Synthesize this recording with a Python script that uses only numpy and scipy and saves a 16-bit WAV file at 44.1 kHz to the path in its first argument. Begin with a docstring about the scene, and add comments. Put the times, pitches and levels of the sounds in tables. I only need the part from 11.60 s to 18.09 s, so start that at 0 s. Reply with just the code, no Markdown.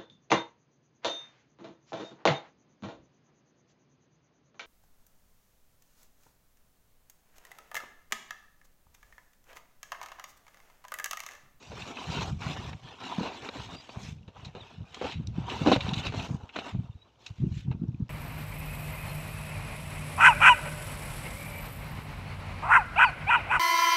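"""Rummaging through shredded paper

Hands dig through shredded paper in a cardboard box, outdoors and close by. Stroke by stroke the
strips stick and slip, crinkling and scraping along the cardboard, and stiff folds snap. Shoves drag
and flex the box, soft bumps bend its walls and hard knocks ring them. Under it lie still outdoor
air and a few thin, faint whistles, perhaps a far bird."""
import sys
import numpy as np
from scipy import signal
from scipy.fft import rfft, irfft
from scipy.io import wavfile
from scipy.ndimage import uniform_filter1d

SR = 44100
rng = np.random.default_rng(int(sys.argv[2]) if len(sys.argv) > 2 else 0)


def wav_record(signal):
    """Record a signal, one row per channel, as 16-bit PCM in the file named by sys.argv[1]."""
    frames = np.transpose(np.atleast_2d(signal))
    bounded = np.clip(frames, -1, 1)
    # unit amplitude maps onto the largest positive 16-bit level
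    quanta = np.round(bounded * 32767).astype(np.int16)
    wavfile.write(sys.argv[1], SR, quanta)


N = 286334
SLOW_TIME_S = np.arange(0, N, 44) / SR  # clock of the movement envelopes


def amp(db):
    return 10 ** (np.asarray(db) / 20)


def unit_rms(x):
    return x / np.sqrt(np.mean(x ** 2) + 1e-20)


def unit_hit(x, size=220):
    """Scales a hit so that its loudest 5 ms have rms 1."""
    return x / np.sqrt(uniform_filter1d(x ** 2, size).max())


def add(mix, start_s, sound):
    part = mix[max(round(start_s * SR), 0):][:len(sound)]
    part += sound[:len(part)]


def colour(x, spectrum, size=4096):
    """Minimum-phase EQ: clicks keep their sharp front."""
    hz, db = np.transpose(spectrum)
    bin_hz = abs(np.fft.fftfreq(size, 1 / SR))
    curve_db = np.interp(np.log(bin_hz + 1), np.log(hz), np.maximum(db, -100))
    taps = np.fft.ifft(np.exp(signal.hilbert(np.log(amp(curve_db))).conj())).real
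    return signal.oaconvolve(x, taps[:size // 2])[:len(x)]


def resonate(x, hz, width_hz):
    return signal.lfilter(*signal.iirpeak(min(hz, SR / 2 - 1), hz / width_hz, SR), x)


def treble(x):
    return signal.sosfiltfilt(signal.butter(4, 4600, "high", fs=SR, output="sos"), x)


def wander(max_hz):
    """Smooth random modulation of rms 1."""
    slow_bins = np.fft.rfftfreq(N, 1 / SR) < max_hz
    return unit_rms(irfft(rfft(rng.standard_normal(N)) * slow_bins, N))


def movements(rows, rise_s, fall_s, sag_db):
    """Power envelope of each movement: it bites, sags to unity over its length and dies away."""
    start_s, length_s = np.asarray(rows)[:, :2].T[..., None]
    t = SLOW_TIME_S - start_s
    attack = np.clip(t / rise_s + .5, 0, 1)
    hold = amp(sag_db * (1 - np.clip(t / length_s, 0, 1)))
    release = np.exp(-np.maximum(t - length_s, 0) / fall_s)
    return (attack * hold * release) ** 2


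def fader(power):
    """Turns a slow power envelope into a gain for every sample."""
    return np.interp(np.arange(N) / SR, SLOW_TIME_S, np.sqrt(power))


def grains(per_s, spread_db, lo_hz, hi_hz, cycles, ring, count=28):
    """Many strips tick at random, each with its own short ring."""
    out = np.zeros(N)
    for hz in np.geomspace(lo_hz, hi_hz, count):
        at = np.flatnonzero(rng.random(N) < per_s / count / SR)
        tick_db = -spread_db * np.log(rng.random(N)[at] + 0.017)
        ticks = np.zeros(N)
        ticks[at] = amp(tick_db) * np.where(at % 2, 1, -1)
        out += unit_rms(ticks) + ring * unit_rms(resonate(ticks, hz, hz / cycles))
    return unit_rms(out)


def crunch(decay_s, click, size=6000):
    """A fold gives way: a first click and a dying run of smaller ones."""
    t = np.arange(size) / SR
    run = rng.standard_normal(size) * amp(3.5 * rng.standard_normal(size // 12).repeat(12))
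    run *= np.exp(-t / max(decay_s, .001)) + .018 * np.exp(-t / .025)
    run *= np.minimum(t / .0008 + .25, 1)
    run /= np.linalg.norm(run)
    run[0] -= click
    return run


def drift(x, depth_db, seconds, width_hz, size=512):
    """Gaps between moving strips open and close, so narrow bands swell and fade."""
    frames = dict(nperseg=size, noverlap=size * 3 // 4)
    bands = signal.stft(x, **frames)[2]
    swells = rng.standard_normal(bands.shape)
    for axis, span in enumerate([width_hz * size / SR, seconds * SR / (size // 4)]):
        offset = np.arange(-size // 16, size // 16 + 1) / span
        blur = np.expand_dims(np.exp(-2 * offset ** 2), 1 - axis)
        swells = signal.fftconvolve(swells, blur, "same")
    return unit_rms(signal.istft(bands * amp(depth_db * unit_rms(swells)), **frames)[1][:N])


# tone of the outdoor bed: freq_hz, gain_db
AIR_SPECTRUM = [(12, -54), (20, -10), (103, 4.5), (207, -15), (465, -8.5), (614, -12.5), (725, -12),
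                (1920, -26.5), (3960, -26), (4310, -29), (6190, -30.5), (9130, -48), (15500, -49)]

def outdoor_air():
    """Still air: a faint, steady bed of low noise."""
    return amp(-65.5) * unit_rms(colour(rng.standard_normal(N), AIR_SPECTRUM))


# distant whistles: start_s, length_s, from_hz, to_hz, level_db
WHISTLES = [(2.124, 0.12, 4620, 4920, -54), (2.267, .09, 4400, 4660, -59), (2.97, 0.025, 3980, 4020, -52),
            (2.99, .05, 4060, 3300, -49.5), (5.23, 0.061, 3650, 3700, -72),
            (5.29, 0.072, 3640, 3700, -66.5), (5.344, 0.15, 3720, 4030, -64.5)]

def whistles():
    """Thin gliding tones that waver and flutter, perhaps a far bird."""
    out = np.zeros(N)
    waver, flutter = .009 * wander(160), amp(4 * wander(60))
    for start_s, length_s, from_hz, to_hz, level_db in WHISTLES:
        at = int(start_s * SR) + np.arange(int(length_s * SR))
        hz = np.linspace(from_hz, to_hz, len(at)) * (1 + waver[at])
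        tone = np.sin(2 * np.pi * np.cumsum(hz) / SR)
        add(out, start_s, amp(level_db) * np.hanning(len(at)) * flutter[at] * tone)
    return out


# tone of the loose strips: freq_hz, gain_db
PAPER_SPECTRUM = [(880, -23), (1500, -3), (1920, -7.5), (2640, 0), (2970, 0), (3180, -2.5), (3610, -1),
                  (3910, -3.5), (4660, -11), (5190, -10.5), (5890, -10), (7090, -14.5), (9600, -31),
                  (12000, -31.5), (15500, -37)]

def paper_tone(x):
    """The dry, bright colour of thin strips, at rms 1."""
    return unit_rms(colour(x, PAPER_SPECTRUM))


def settling():
    """Loose strips spring back with stray little ticks, even while the hands rest."""
    ticks = grains(per_s=22, spread_db=5.5, lo_hz=2436, hi_hz=7500, cycles=17, ring=1.5)
    return amp(-78.5) * paper_tone(ticks)


# the arms shove the box about: start_s, length_s, end_level_db
SHOVES = [(0.087, 0.13, -45.5), (0.479, 0.65, -42), (1.22, 0.085, -55.5), (1.975, 0.16, -48),
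          (2.41, .22, -47), (2.768, 0.27, -52), (3.154, 0.087, -47.5), (3.43, 0.043, -42.5),
          (3.542, 0.69, -43.5), (4.057, 0.707, -43), (5.142, 0.054, -37), (5.801, 0.061, -28),
          (5.93, 0.48, -46.5)]
# low end of the flexing box: freq_hz, gain_db
RUMBLE_SPECTRUM = [(15, -23.5), (35, -7.5), (70, 2.5), (120, 5.5), (200, -3), (300, -20.5), (500, -34.5),
                   (1000, -91.5)]

def box_shifting(scrape, drag_db=-16.5):
    """The box drags and flexes in small low lumps when it is shoved or scraped."""
    lumps = unit_rms(colour(rng.standard_normal(N), RUMBLE_SPECTRUM))
    shove_db = np.transpose(SHOVES)[2]
    shoved = fader(amp(shove_db) ** 2 @ movements(SHOVES, rise_s=.041, fall_s=.027, sag_db=4.5))
    return lumps * np.hypot(shoved, amp(drag_db) * scrape) * amp(3.8 * wander(23))


# soft bumps against the box: time_s, level_db, pitch_hz
BUMPS = [(0.571, -31.5, 146), (0.73, -27.5, 129), (0.867, -28, 128), (0.903, -31, 163), (0.997, -35, 125),
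         (1.151, -37.5, 109), (1.589, -28, 211), (1.612, -28, 187), (1.996, -40, 127), (2.373, -31.5, 110),
         (2.489, -37, 125), (2.528, -35.5, 115), (2.682, -41.5, 100), (2.868, -36, 106), (3.21, -34.5, 103),
         (3.601, -27.5, 141), (3.686, -29, 117), (3.784, -23, 156), (4.017, -24, 167), (4.251, -28, 107),
         (4.286, -28.5, 217), (4.331, -27, 155), (4.374, -29, 143), (4.579, -28.5, 112),
         (4.711, -25.5, 140), (4.747, -26, 130), (4.836, -36.5, 93.5), (5.158, -33.5, 150),
         (5.195, -24.5, 115.5), (5.246, -39, 127), (5.298, -34.5, 100), (5.356, -40, 96), (5.71, -35, 93),
         (5.826, -27, 148), (5.841, -25, 182), (5.869, -25.5, 184), (5.919, -27.5, 96), (5.97, -32.5, 123),
         (6.085, -23, 135), (6.108, -24.5, 143), (6.151, -27.5, 153), (6.221, -26.5, 176),
         (6.238, -25, 181), (6.29, -25.5, 145), (6.347, -31, 135), (6.405, -27.5, 194), (6.426, -24, 113)]

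def bumps(trim_db=1.0, size=5292):
    """A padded push bends a wall in and out; the wall then wobbles on for a few cycles."""
    out, t = np.zeros(N), (np.arange(size) - size // 4) / SR
    padding = signal.butter(3, 420, fs=SR, output="sos")
    swell = np.exp(np.minimum(t / 0.0046, -t / 0.014))
    for time_s, level_db, pitch_hz in BUMPS:
        phase_squared = (np.pi * pitch_hz * t) ** 2
        push = (2 * phase_squared - 1) * np.exp(-phase_squared)
        wobble = -.6 * np.cos(2 * np.pi * pitch_hz * rng.uniform(.85, 1.1) * t)
        band = signal.butter(3, [0.55 * pitch_hz, 2 * pitch_hz], "band", fs=SR, output="sos")
        judder = 0.34 * unit_rms(signal.sosfilt(band, rng.standard_normal(size)))
        thud = signal.sosfiltfilt(padding, push + swell * (wobble + judder))
        add(out, time_s + t[0], amp(level_db + trim_db) * unit_hit(thud))
    return out


# resonances of the cardboard walls: pitch_hz, width_hz, gain_db
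BOX_MODES = [(209, 71, 2.5), (280, 56, 5.5), (388.5, 31, -10), (472.4, 140, 0), (564, 11, -3.5),
             (653, 89, -4.5), (755, 35, -7.5), (905, 100, -7), (1130, 76, -23), (1460, 140, -19)]

def walls(x, focus_hz, db_per_octave):
    """The walls ring; where the hand lands favours the modes near focus_hz."""
    ring = sum(amp(gain_db - db_per_octave * abs(np.log2(hz / focus_hz))) * resonate(x, hz, width_hz)
               for hz, width_hz, gain_db in BOX_MODES)
    return signal.sosfilt(signal.butter(2, 1500, fs=SR, output="sos"), ring)


# tone of a buckling fold: freq_hz, gain_db
FOLD_SPECTRUM = [(200, -19.5), (800, 0.5), (1300, 3.5), (1900, -1.5), (2750, 5.5), (3300, -6.5),
                 (3900, 2.5), (4600, -16), (6500, -14), (8200, -24.5), (9600, -57.5), (15500, -34.5)]

def fold_tone(x):
    """Stiff paper giving way, its top muffled by the packing around it."""
    return signal.sosfilt(signal.butter(4, 8000, fs=SR, output="sos"), colour(x, FOLD_SPECTRUM))


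# hard blows on the cardboard: start_s, peak_db, focus_hz, crack_vs_ring_db, crunch_s
KNOCKS = [(0.118, -28, 550, -8.5, 0.013), (1.130, -32.5, 1000, -6, 0.0028),
          (1.583, -13.5, 250, -34, 0.0015), (1.606, -19, 300, -24, 0.013), (1.632, -20.5, 420, -11, 0.014),
          (1.658, -20, 690, -8.5, 0.039), (1.889, -23, 910, -18, 0.0043), (1.955, -26, 420, -25, 0.026),
          (2.292, -30, 900, -17, .008), (2.359, -29, 795, -18, 0.0064), (2.682, -37, 500, -5, 0.017),
          (2.951, -26, 540, -8.5, 0.032), (3.414, -15.5, 450, -32, 0.013), (3.444, -18, 417, -9, 0.013),
          (4.062, -6, 400, -17, 0.0063), (4.072, -1.5, 285, -12.5, 0.025), (4.117, 0, 560, -16, 0.0066),
          (4.13, -6.5, 288, -13.5, 0.0078), (4.161, -9.5, 615, -6.5, 0.0042),
          (4.265, -22.5, 1220, -25, 0.0035), (4.523, -27.5, 900, -3, 0.0032), (4.539, -21, 400, -10, 0.016),
          (4.963, -19.5, 554, -5, 0.012), (4.987, -18.5, 600, -21, 0.0043), (5.145, -34, 750, -30, 0.0085),
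          (5.83, -51, 300, -41, 0.023), (6.114, -30, 1000, -12, 0.014)]

def knocks(crest_db=12):
    """A blow rings the walls of the box and cracks the paper lying against them."""
    out = np.zeros(N)
    for start_s, peak_db, focus_hz, crack_db, crunch_s in KNOCKS:
        blow = crunch(crunch_s, click=.45)
        ring = unit_hit(walls(blow, focus_hz, db_per_octave=12.5))
        crack = amp(crack_db) * unit_hit(fold_tone(blow))
        add(out, start_s, amp(peak_db - crest_db) * (ring + crack))
    return out


# single folds snapping: start_s, peak_db, ring_hz, edge_vs_body_db, crunch_s
SNAPS = [(0.2217, -26.5, 2800, -27, 0.0019), (0.2766, -30.5, 2680, -2, 0.0092),
         (0.3698, -24, 2790, -32, 0.0059), (0.819, -24.5, 1120, -37, 0.014),
         (1.1313, -31, 2000, -37, 0.0031), (1.8884, -22, 4340, -18, 0.0026), (2.207, -43, 4520, 10, 0.0073),
         (2.2925, -33.5, 2670, -16, 0.0049), (2.6777, -43, 3450, -12, 0.0092),
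         (2.8484, -30.5, 3670, 0, 0.013), (3.3446, -25.5, 2780, -3.5, 0.0045),
         (3.5204, -24.5, 2760, -13, 0.011), (3.6716, -27.5, 4500, 13, 0.00096),
         (3.897, -21.5, 2960, -16, 0.022), (4.125, -12.5, 3630, -18, 0.014),
         (4.206, -18.5, 3850, -15, 0.0093), (4.2905, -18.5, 3860, -14, 0.0033),
         (4.3344, -19, 3900, -9, 0.01), (4.4668, -17, 3200, -10, 0.0065),
         (4.5967, -21.5, 2800, -16, 0.0044), (4.8916, -33, 2520, -22, 0.0073),
         (4.9596, -19.5, 1480, -30, 0.0064), (4.988, -22, 2830, -14.5, 0.0067),
         (5.6632, -26, 2880, -2, 0.0095), (6.1123, -36, 2530, -40, 0.011)]

def snaps(crest_db=13):
    """Stiff folds buckle, each with a ring of its own; thin folds add a bright edge."""
    out = np.zeros(N)
    for start_s, peak_db, ring_hz, edge_db, crunch_s in SNAPS:
        buckle = crunch(crunch_s, click=.25)
        fold = fold_tone(buckle + 4 * resonate(buckle, ring_hz, 0.32 * ring_hz))
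        edge = treble(fold)
        snap = unit_hit(fold - edge) + amp(edge_db) * unit_hit(edge)
        add(out, start_s, amp(peak_db - crest_db) * unit_hit(snap))
    return out


# tone of paper rubbing on cardboard: freq_hz, gain_db
CARDBOARD_SPECTRUM = [(150, -4.5), (250, 10.5), (370, 4), (520, -5), (600, -8.5), (780, 0), (1000, 0),
                      (1300, -3), (1600, -4), (1900, -22), (2600, -35.5), (4200, -87.5)]

def scraping(ticks):
    """Strips slip along the cardboard and set its walls ringing."""
    slips = grains(per_s=1000, spread_db=-0.5, lo_hz=393.6, hi_hz=1568, cycles=16.7, ring=0.74)
    slips += 1.3 * ticks
    rub = unit_rms(colour(slips, CARDBOARD_SPECTRUM))
    ring = unit_rms(walls(slips, focus_hz=1200, db_per_octave=12))
    return drift(rub + 0.47 * ring, depth_db=2.4, seconds=.04, width_hz=130)


# hollows in the pressed paper: pitch_hz, width_hz, gain_db
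HOLLOWS = [(2870, 520, -8.5), (3725, 670, 0.5)]

def crinkling(ticks, crinkle, sheen):
    """Strips tick over a hiss of sliding fibres; pressed harder, they hiss less and hollows ring."""
    paper = paper_tone(ticks + .45 * rng.standard_normal(N))
    paper += treble(paper) * (sheen / crinkle - 1)  # light rubbing brings out the fine treble
    hollows = unit_rms(sum(amp(gain_db) * resonate(resonate(ticks, hz, width_hz), hz, 2 * width_hz)
                           for hz, width_hz, gain_db in HOLLOWS))
    pressed = np.minimum((crinkle * amp(28.5)) ** 1.14, .8)
    blend = paper * (1 - .4 * pressed) + hollows * pressed
    return drift(blend, depth_db=2.3, seconds=.035, width_hz=230)


# hand strokes: start_s, length_s, crinkle_db, scrape_db, sheen_vs_crinkle_db
# the two long, faint ones are the hands feeling their way between the others
STROKES = [(0.0, 2.3, -65.5, -62, 5), (2.75, 2.52, -68, -63, -1.5), (0.0, 0.12, -59, -55.5, 6),
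           (0.155, 0.078, -47.5, -46, 2), (0.251, 0.064, -50.5, -43.5, 5), (0.353, 0.16, -45.5, -44, -0.5),
           (0.501, 0.13, -40, -38.5, -1), (0.636, 0.059, -49, -43.5, 4.5), (0.813, 0.12, -43.5, -41, 1.5),
           (0.945, 0.15, -48, -44, 1), (1.239, .1, -53, -51, -6), (1.406, 0.28, -46, -43, -2),
           (1.568, 0.1, -47, -42, -4), (1.704, 0.081, -48, -46, -2), (1.822, 0.042, -44, -41, -2),
           (1.925, 0.13, -46.5, -45, -0.5), (2.089, 0.061, -49, -43.5, 0.5), (2.18, 0.15, -59.5, -57, 1),
           (2.295, 0.077, -57.5, -51.5, 3.5), (2.39, 0.11, -52.5, -52, 8.5),
           (2.76, 0.12, -58.5, -56.5, -2.5), (2.982, 0.15, -58, -58, -2.5), (3.266, 0.077, -61.5, -60, 1.5),
           (3.333, 0.16, -52, -51.5, -2.5), (3.416, 0.057, -45, -39.5, -2.5),
           (3.475, 0.047, -41, -52, -9.5), (3.755, 0.29, -55.5, -49, -3), (3.887, 0.17, -45, -38.5, 1),
           (4.09, 0.055, -35.5, -36, -1.5), (4.199, 0.11, -43, -41.5, -3), (4.35, 0.051, -40, -38.5, -0.5),
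           (4.453, 0.011, -33, -34.5, -5.5), (4.537, 0.12, -44.5, -42, -0.5), (4.64, 0.11, -61.5, -48, 10),
           (4.788, 0.064, -67, -53, 2.5), (4.95, .06, -48, -42.5, -3.5), (5.031, 0.065, -47.5, -41.5, -1.5),
           (5.449, 0.018, -76.5, -60, -7), (5.609, 0.098, -61, -63.5, 3.5), (5.734, 0.2, -67, -69.5, 4),
           (5.942, 0.063, -52, -76, 2)]

def hand_strokes(rub_db=-37, rub_s=.013):
    """Gains for crinkle, scrape and treble sheen: each stroke bites, eases as paper yields, and stops."""
    crinkle_db, scrape_db, sheen_db = np.transpose(STROKES)[2:]
    shape = dict(rise_s=.061, sag_db=.5)
    power = movements(STROKES, fall_s=.024, **shape)
    power += amp(-20) ** 2 * movements(STROKES, fall_s=.1, **shape)  # stirred paper creeps on
    # each bump briefly rubs the wall against the packing
    rubs = sum(amp(level_db + rub_db) ** 2 * np.exp(-((SLOW_TIME_S - time_s) / rub_s) ** 2)
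               for time_s, level_db, _ in BUMPS)
    rest_crinkle, rest_scrape = amp(-76) ** 2, amp(-75) ** 2  # hands lying in the paper
    crinkle = fader(amp(crinkle_db) ** 2 @ power + rest_crinkle)
    scrape = fader(amp(scrape_db) ** 2 @ power + rest_scrape + rubs)
    sheen = fader(amp(crinkle_db + sheen_db) ** 2 @ power + rest_crinkle)
    return crinkle, scrape, sheen


def rustle(crinkle, scrape, sheen):
    """Strips stick and slip in clumps, driving both the crinkle and the scrape."""
    clumps = wander(70)
    ticks = grains(per_s=1700, spread_db=0, lo_hz=1749, hi_hz=8140, cycles=64, ring=0.69)
    paper = crinkling(ticks, crinkle, sheen) * crinkle * amp(0.84 * clumps)
    cardboard = scraping(ticks) * scrape * amp(0.51 * clumps + 2.3 * wander(40) - 1.7)
    return paper + cardboard


def scene():
    crinkle, scrape, sheen = hand_strokes()
    paper = rustle(crinkle, scrape, sheen) + snaps()
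    box = knocks() + bumps() + box_shifting(scrape)
    background = outdoor_air() + whistles() + settling()
    return (paper + box + background)[None]


def record(dry, low_cut_hz=35, high_cut_hz=15600):
    """The microphone drops the deepest bass; a steep filter trims the very top."""
    dry = signal.sosfilt(signal.butter(2, low_cut_hz, "high", fs=SR, output="sos"), dry)
    high_cut = signal.firwin(511, high_cut_hz, window=("kaiser", 9), fs=SR)
    return signal.oaconvolve(dry, high_cut[None], "same")


dry = scene()
out = record(dry)
wav_record(out)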